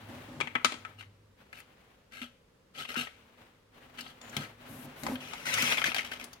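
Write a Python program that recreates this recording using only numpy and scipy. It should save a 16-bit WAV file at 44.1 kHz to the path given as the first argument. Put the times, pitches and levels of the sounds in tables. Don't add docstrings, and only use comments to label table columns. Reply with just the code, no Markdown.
import sys
import numpy as np
from scipy import signal
from scipy.fft import rfft, irfft, next_fast_len
from scipy.io import wavfile
from scipy.ndimage import uniform_filter1d

SR = 44100
rng = np.random.default_rng(int(sys.argv[2]) if len(sys.argv) > 2 else 0)


def transcribe(u):
    v = np.clip(np.atleast_2d(u).T, -1, 1)
    q = np.round(v * 32767).astype(np.int16)
    wavfile.write(sys.argv[1], SR, q)


N = 282240
TIME = np.arange(N) / SR
GRAZE_S = .005


# (time [s], relative level [dB], relative treble [dB],
# left over right [dB], ring frequency [Hz], ring energy over knock [dB])
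KNOCKS = [(0.4035, -19, -23.5, 10, 870, -7), (0.4111, -13, -25, 9, 2260, -6),
          (0.473, -23.5, -30.5, 8, 1980, -10), (0.553, -14.5, -28, 5, 1300, -6),
          (0.5568, -16.5, -38, 10.5, 1930, -6), (0.6468, -7, -11.5, 10.5, 1340, -6),
          (0.656, -13, -10, -1.5, 1923, -4), (0.722, -23, -14, 5, 345, -5), (0.7419, -27.5, -15, 7, 368, 0),
          (0.8504, -26, -25.5, 6.5, 1340, -1), (2.9568, -25.5, -36, 13, 1340, 6),
          (5.0661, -16.5, -3.5, 4, 835, 12), (5.085, -23, -43, 6, 560, 15),
          (5.3352, -24, -14, 6.5, 790, -0.5)]
# (frequency [Hz], relative level per Hz [dB])
KNOCK_COLOUR = [(80, -30.5), (250, 0.5), (600, -3), (900, -0.5), (1400, -4.5), (2300, 5), (3400, -1.5),
                (4800, -16.5), (8000, -17), (11000, -28), (16000, -39)]


def knocks(level_db=11, treble_db=24, ring_width_hz=200):
    out = np.zeros((2, N))
    for s, db, bright_db, pan_db, ring_hz, ring_db in KNOCKS:
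        touch = contact(.012, rattle_db=-8)
        bright = brighten(touch, bright_db + treble_db, low_hz=2900, high_hz=4630)
        knock = ringing(colour(bright, KNOCK_COLOUR), ring_hz, ring_width_hz, ring_db)
        heard = vivarium(knock, echo_db=2, echo_t60=0.047, room_db=-7.5, room_t60=0.35)
        add(out, s - GRAZE_S, from_db(db + level_db) * pan(pan_db) * heard)
    return out


# (time [s], length [s], relative level [dB])
BITES = [(5.77, 0.015, -35.5), (5.803, 0.015, -42), (5.843, 0.03, -33.5), (5.945, 0.043, -38),
         (6.036, 0.02, -45), (6.112, 0.023, -45), (6.193, 0.018, -47.5)]
BITE_ATTACK_S, BITE_RELEASE_S = 0.0032, 0.19
# (frequency [Hz], relative level per Hz [dB])
CRUNCH_COLOUR = [(100, -16), (300, -24.5), (600, -10), (1100, -11.5), (1750, -7.5), (2200, -4), (3200, -7),
                 (4300, -13), (6000, -11), (7500, -17.5), (12000, -17), (16000, -28)]


def crunch(biting, level_db=-1, shell_hz=2700):
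    grains = crackle(biting, CRUNCH_COLOUR, shell_hz, grains_per_s=700,
                     spread_db=4.5, clump_db=1.5, pan_db=4.5)
    return from_db(level_db) * grains


# (time [s], relative level [dB], relative treble [dB], ring frequency [Hz])
SNAPS = [(1.0088, -33.5, -35, 2770), (1.0268, -37.5, -27, 1700), (1.5291, -30, -18, 1580),
         (1.603, -37, -3, 1600), (2.2171, -26, -22, 2900), (2.852, -26, -21, 3130),
         (2.891, -26.5, -17, 2820), (2.943, -26, -13, 1310), (2.9633, -21, -17, 1340),
         (3.071, -27.5, -35, 1600), (3.989, -27, -21, 3000), (4.0085, -27.5, -2, 4400),
         (4.064, -32, -29, 3000), (4.2148, -35, -15, 7100), (4.297, -35.5, 10, 7300),
         (4.367, -14.5, -5.5, 3350), (5.0348, -25, 4, 1970), (5.1562, -26.5, -21, 3150),
         (5.54, -13, 10, 3460), (5.623, -13, 6, 2600), (5.7173, -17, -20, 2100), (5.723, -11.5, -20, 2600),
         (5.7809, -14, -31, 2090), (5.8172, -14.5, -29, 2270), (5.8419, -9.5, -12.5, 2090),
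         (5.868, -15.5, -20, 2100), (5.9182, -19, -20, 3000), (5.9461, -14, -14.5, 2060),
         (5.965, -17, -18, 2950), (5.992, -17.5, -22, 2040), (6.118, -23, -17, 1720), (6.242, -27, 4, 9960),
         (6.332, -31.5, -1, 4430)]
# (frequency [Hz], relative level per Hz [dB])
SNAP_COLOUR = [(100, -32), (300, -15.5), (800, -8.5), (1200, -12.5), (1600, -7), (2400, -5.5), (3500, -8),
               (5000, -11), (8000, -16.5), (16000, -21.5)]


def snaps(level_db=9.5, treble_db=11, ring_width_hz=550, ring_db=-3):
    out = np.zeros((2, N))
    for s, db, bright_db, ring_hz in SNAPS:
        run = contact(.012, rattle_db=-2)
        bright = brighten(run, bright_db + treble_db)
        crack = ringing(colour(bright, SNAP_COLOUR), ring_hz, ring_width_hz, ring_db)
        heard = vivarium(crack, echo_db=2, echo_t60=0.038, room_db=-7, room_t60=0.28)
        add(out, s - GRAZE_S, from_db(db + level_db) * heard)
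    return pan(6.6) * out


# (time [s], length [s], relative level [dB], ring frequency of the bedding [Hz])
SCRABBLES = [(5.2, 0.26, -50.5, 2900), (5.452, 0.065, -35.5, 2160), (5.523, 0.03, -33, 2460),
             (5.565, 0.17, -31.5, 2180)]
SCRABBLE_ATTACK_S, SCRABBLE_RELEASE_S = 0.0054, 0.14


def rasp(scrabbling, level_db=-1.47):
    grains = crackle(scrabbling, CRUNCH_COLOUR, ring_pitch(SCRABBLES), grains_per_s=4000,
                     spread_db=2.5, clump_db=0.3, pan_db=6.0)
    return from_db(level_db) * grains


# (time [s], length [s], relative level [dB], ring frequency of the leaves [Hz])
PUSHES = [(0.975, 0.032, -53.5, 2800), (1.525, 0.07, -56.5, 2610), (2.11, 0.086, -52.5, 2180),
          (2.205, 0.02, -46, 2700), (2.735, 0.045, -52, 2410), (2.768, 0.052, -43, 3980),
          (2.875, 0.042, -43.5, 2230), (2.955, 0.06, -37.5, 2700), (3.97, 0.02, -44, 3170),
          (4.03, 0.069, -56.5, 3960), (4.31, 0.047, -51.5, 1460), (4.37, 0.072, -48.5, 1690)]
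PUSH_ATTACK_S, PUSH_RELEASE_S = .02, .17
# (frequency [Hz], relative level per Hz [dB])
LEAF_COLOUR = [(100, -5), (300, -14), (600, 0.5), (950, -12), (1400, -2.5), (3100, -1.5), (4800, -8.5),
               (8000, -13), (13000, -14.5), (16000, -25)]


def leaves(pushing, level_db=-1.5):
    grains = crackle(pushing, LEAF_COLOUR, ring_pitch(PUSHES), grains_per_s=3700,
                     spread_db=3.5, clump_db=2.0, pan_db=5.5)
    return from_db(level_db) * grains


# (start [s], end [s], frequency [Hz])
SQUEAK = (4.215, 4.305, 7000)


def squeak(level_db=-62, width_hz=250):
    start, end, hz = SQUEAK
    whistle = rms_one(resonate(rng.standard_normal(N), [(hz, width_hz, 0)]))
    sliding = 1. * ((TIME > start) & (TIME < end))
    return pan(2.0) * from_db(level_db) * whistle * uniform_filter1d(sliding, size=300)


# (time [s], peak level before panning [dB], frequency at which the struck spot gives most [Hz])
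THUMPS = [(0.555, -33.5, 272), (0.65, -34, 210), (2.215, -39, 210), (2.97, -32.5, 228), (4.368, -31.5, 116),
          (5.076, -42, 55), (5.627, -30.5, 204), (5.882, -35, 247)]
# (frequency [Hz], width [Hz], relative level [dB])
FLOOR_MODES = [(109.7, 2.9, 3.5), (147.1, 13, 3.5), (210, 29, -5), (243.3, 13.5, 9), (365, 90, -21),
               (527.6, 42, -8), (770, 77, -19)]


def thumps(level_db=0, spot_width=0.87, flex_db=-14):
    out = np.zeros(N)
    for s, db, hz in THUMPS:
        spot = [(hz, spot_width * hz, 0)]
        touch = np.pad(contact(.05, rattle_db=-5), (0, SR // 3))
        push = resonate(resonate(touch, spot), spot)
        boom = resonate(push, FLOOR_MODES) + from_db(flex_db) * push
        add(out, s - GRAZE_S, from_db(db + level_db) * boom / np.abs(boom).max())
    return pan(1.0) * out


# (time [s], length [s], level [dB])
JUDDER = [(5.086, 0.039, -31)]


def judder(slip_hz=250, wander=0.058):
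    turns = np.cumsum(slip_hz * (1 + wander * drift(90))) / SR
    slips = np.diff(np.floor(turns), prepend=0)
    boom = rms_one(resonate(slips, FLOOR_MODES))
    return boom * effort(JUDDER, attack_s=0.011, release_s=0.19)


# (time [s], length [s], relative level [dB])
RUBS = [(-0.08, 0.38, -53.5), (0.4, 0.5, -59.5), (1.36, 0.057, -61.5), (1.5, 0.44, -66), (3.1, 0.28, -65),
        (3.35, 0.063, -59), (3.71, 0.56, -59), (4.2, 0.21, -50.5), (4.57, 1.675, -53)]
RUB_ATTACK_S, RUB_RELEASE_S = 0.049, 0.78
# (frequency [Hz], relative level per Hz [dB])
SWISH_COLOUR = [(100, 0.5), (300, -0.5), (900, 0), (1800, -0.5), (3000, -4), (5000, -17), (8000, -20),
                (16000, -20.5)]
# (time [s], length [s], relative level [dB])
SLIDES = [(0.03, 0.21, -75), (1.565, 0.036, -60), (4.66, 0.198, -60.5), (4.955, 0.2, -59.5)]
# (frequency [Hz], relative level per Hz [dB])
SLIDE_COLOUR = [(2000, -22), (6000, -8), (9000, -6), (11600, 3), (13400, -4), (16000, -10)]


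def rubbing(swish_db=1, flutter_db=1.5):
    swish = colour(two_ears(rng.standard_normal((2, N))), SWISH_COLOUR)
    swish = swish * effort(RUBS, RUB_ATTACK_S, RUB_RELEASE_S) * from_db(swish_db + flutter_db * drift(60))
    hiss = colour(rng.standard_normal((2, N)), SLIDE_COLOUR)
    hiss = hiss * effort(SLIDES, attack_s=0.048, release_s=0.038)
    return pan(3.7) * swish + pan(17.2) * hiss


# (time [s], length [s], relative level [dB])
SHIFTS = [(0.08, 0.098, -46.5), (0.28, 0.16, -46), (0.71, 0.067, -57), (3.97, 0.077, -55),
          (4.37, 0.015, -41), (4.68, .12, -47.5), (4.84, 0.024, -44), (5.025, 0.1, -38.5),
          (5.205, 0.014, -46.5), (6.21, 0.019, -52.5)]


def rumble(pushing, scrabbling, shift_db=-1, push_db=-11, scrabble_db=-15, rub_db=-6):
    load = (from_db(shift_db) * effort(SHIFTS, attack_s=0.0092, release_s=0.32),
            from_db(push_db) * pushing,
            from_db(scrabble_db) * scrabbling,
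            from_db(rub_db) * effort(RUBS, RUB_ATTACK_S, RUB_RELEASE_S))
    boom = resonate(two_ears(rng.standard_normal((2, N)), alike_hz=1600), FLOOR_MODES)
    boom /= np.sqrt(uniform_filter1d(np.mean(boom ** 2, axis=0), size=2000))
    return pan(0.94) * boom * np.linalg.norm(load, axis=0)


# (frequency [Hz], relative level per Hz [dB])
AIR = [(25, -5.5), (52, -3), (105, -8.5), (190, -6), (256, -9.5), (350, -13.5), (500, -7), (680, -20.5),
       (1000, -18.5), (4000, -28.5), (16000, -42)]
# (time [s], level [dB])
HUM = [(0, -53), (.7, -65), (1.25, -58), (1.45, -77), (6.4, -76)]


def background(air_db=-63, hum_hz=101.4):
    air = from_db(air_db) * colour(two_ears(rng.standard_normal((2, N))), AIR)
    hum = rms_one(resonate(rng.standard_normal(N), [(hum_hz, 5, 0)]))
    return air + hum * from_db(in_time(HUM)[0])


def crackle(force, spectrum, ring_hz, grains_per_s, spread_db, clump_db, pan_db, count=4):
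    sizes = from_db(spread_db * np.minimum(rng.exponential(1, N), 4)) * rng.choice([-1, 1], N)
    grains = sizes * (rng.random(N) < grains_per_s / SR) * from_db(clump_db * drift(220))
    grains *= force / np.sqrt(uniform_filter1d(grains ** 2, size=800) + 1e-6)
    pitches, wander, width, ring_gain = np.geomspace(1200, 5500, 18), .14, .16, 1.5
    borders = np.sqrt(pitches[1:] * pitches[:-1])
    piece = np.searchsorted(borders, ring_hz * np.exp(wander * drift(60)))
    rings = sum(resonate(grains * (piece == k), [(hz, width * hz, 0)]) for k, hz in enumerate(pitches))
    grains = grains + ring_gain * rings
    spot = np.argmax([drift(70) for _ in range(count)], axis=0)
    heard = sum(vivarium(grains * (spot == k), echo_db=1.5, echo_t60=0.036, room_db=-12.5, room_t60=0.6)
                for k in range(count))
    return pan(pan_db) * colour(heard, spectrum)


def contact(length_s, rattle_db):
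    t = TIME[:SR // 10] - GRAZE_S
    swell = from_db(-60 * np.maximum(t / length_s, -t / GRAZE_S))
    touches = from_db(rattle_db) * energy_one(rng.standard_normal(len(t)) * swell)
    touches[round(GRAZE_S * SR)] = 1
    return energy_one(touches)


def effort(moves, attack_s, release_s):
    power = np.zeros(N)
    for s, length_s, db, *_ in moves:
        rise = np.clip((TIME - s) / attack_s, 0, 1)
        fall = from_db(-60 * np.clip((TIME - s - length_s) / release_s, 0, 2))
        power += (from_db(db) * rise * fall) ** 2
    return np.sqrt(power)


def ringing(hit, hz, width_hz, db):
    ring = energy_one(resonate(hit, [(hz, width_hz, 0)]))
    return energy_one(energy_one(hit) + from_db(db) * ring)


def ring_pitch(moves):
    return in_time([(s + length_s / 2, hz) for s, length_s, _, hz in moves])[0]


def brighten(x, db, low_hz=3200, high_hz=6000):
    return colour(x, [(low_hz, 0), (high_hz, db)])


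def resonate(x, modes):
    out = 0
    for hz, width, db in modes:
        r = np.exp(-np.pi * width / SR)
        poles = [1, -2 * r * np.cos(2 * np.pi * hz / SR), r * r]
        gain = from_db(db) * (1 - r * r) / 2
        out = out + gain * signal.lfilter([1, 0, -1], poles, x + 1e-18)
    return out


def colour(x, points):
    size = next_fast_len(x.shape[-1] // 2 + 4096) * 2
    hz, db = np.transpose(points)
    grid = np.log(np.linspace(1, SR / 2, size // 2 + 1))
    gain = rms_one(from_db(np.interp(grid, np.log(hz), db)))
    cepstrum = irfft(np.log(gain))
    cepstrum[1:size // 2] *= 2
    cepstrum[size // 2 + 1:] = 0
    return irfft(rfft(x, size) * np.exp(rfft(cepstrum)))[..., :x.shape[-1]]


# (frequency [Hz], width [Hz], relative level [dB])
WALL_MODES = [(1300, 60, 9), (1530, 150, 1.5), (2090, 140, -3), (2390, 36, -14.5), (2800, 1200, -13),
              (3200, 81, -8.5), (6200, 85, -12.5)]


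def vivarium(x, echo_db, echo_t60, room_db, room_t60):
    echoes = from_db(echo_db) * two_ears(dying_noise(echo_t60))
    tail = colour(two_ears(dying_noise(room_t60)), [(6500, -1.5), (10000, -2), (15000, -7)])
    response = echoes + from_db(room_db) * tail
    response = np.pad(response, ((0, 0), (20, 0)))
    response[0, 0] += 1
    response[1, 9] += .6
    response = energy_one(response)
    response = response + resonate(response, WALL_MODES)
    return signal.oaconvolve(np.atleast_2d(x), response, axes=1)[:, :N]


def dying_noise(t60, channels=2):
    return energy_one(rng.standard_normal((channels, SR // 2)) * from_db(-60 * TIME[:SR // 2] / t60))


def two_ears(x, alike_hz=650):
    side = signal.sosfilt(signal.butter(1, alike_hz, "high", fs=SR, output="sos"), x[1])
    return (x[0] + side * np.array([[1], [-1]])) / np.sqrt(2)


# (frequency [Hz], relative level [dB])
FAR_PORT = [(300, 3), (700, 5), (1300, -1), (2400, -3.5), (4200, 3), (6000, -0.5), (8200, -12),
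            (15000, -5.5)]


def shade_far_port(x, level_db=-2.0):
    return np.stack([x[0], from_db(level_db) * colour(x[1], FAR_PORT)])


def pan(db):
    return from_db(np.array([[.5], [-.5]]) * db)


def drift(rate):
    knots = rng.standard_normal(2 * N // 100)
    return rms_one(np.interp(TIME * rate, np.arange(len(knots)), knots))


def in_time(rows):
    s, *columns = np.transpose(rows)
    return [np.interp(TIME, s, c) for c in columns]


def add(track, s, sound):
    start = max(round(s * SR), 0)
    track[..., start:start + sound.shape[-1]] += sound[..., :N - start]


def from_db(db):
    return 10 ** (np.asarray(db) / 20)


def rms_one(x):
    return x / np.sqrt(np.mean(x ** 2) + 1e-20)


def energy_one(x):
    return x / np.sqrt(np.sum(x ** 2, axis=-1, keepdims=True) + 1e-20)


def scene():
    pushing = effort(PUSHES, PUSH_ATTACK_S, PUSH_RELEASE_S)
    scrabbling = effort(SCRABBLES, SCRABBLE_ATTACK_S, SCRABBLE_RELEASE_S)
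    biting = effort(BITES, BITE_ATTACK_S, BITE_RELEASE_S)
    brittle = knocks() + crunch(biting) + snaps() + rasp(scrabbling) + leaves(pushing) + squeak()
    floor = thumps() + judder() + rumble(pushing, scrabbling + biting)
    return shade_far_port(brittle + rubbing()) + floor + background()


def record(dry, low_cut_hz=36, cutoff_hz=16200):
    heard = signal.sosfilt(signal.butter(2, low_cut_hz, "high", fs=SR, output="sos"), dry)
    rounded = .8 * np.tanh(heard / .8)
    return signal.sosfilt(signal.ellip(10, .1, 80, cutoff_hz, fs=SR, output="sos"), rounded)


dry = scene()
out = record(dry)
transcribe(out)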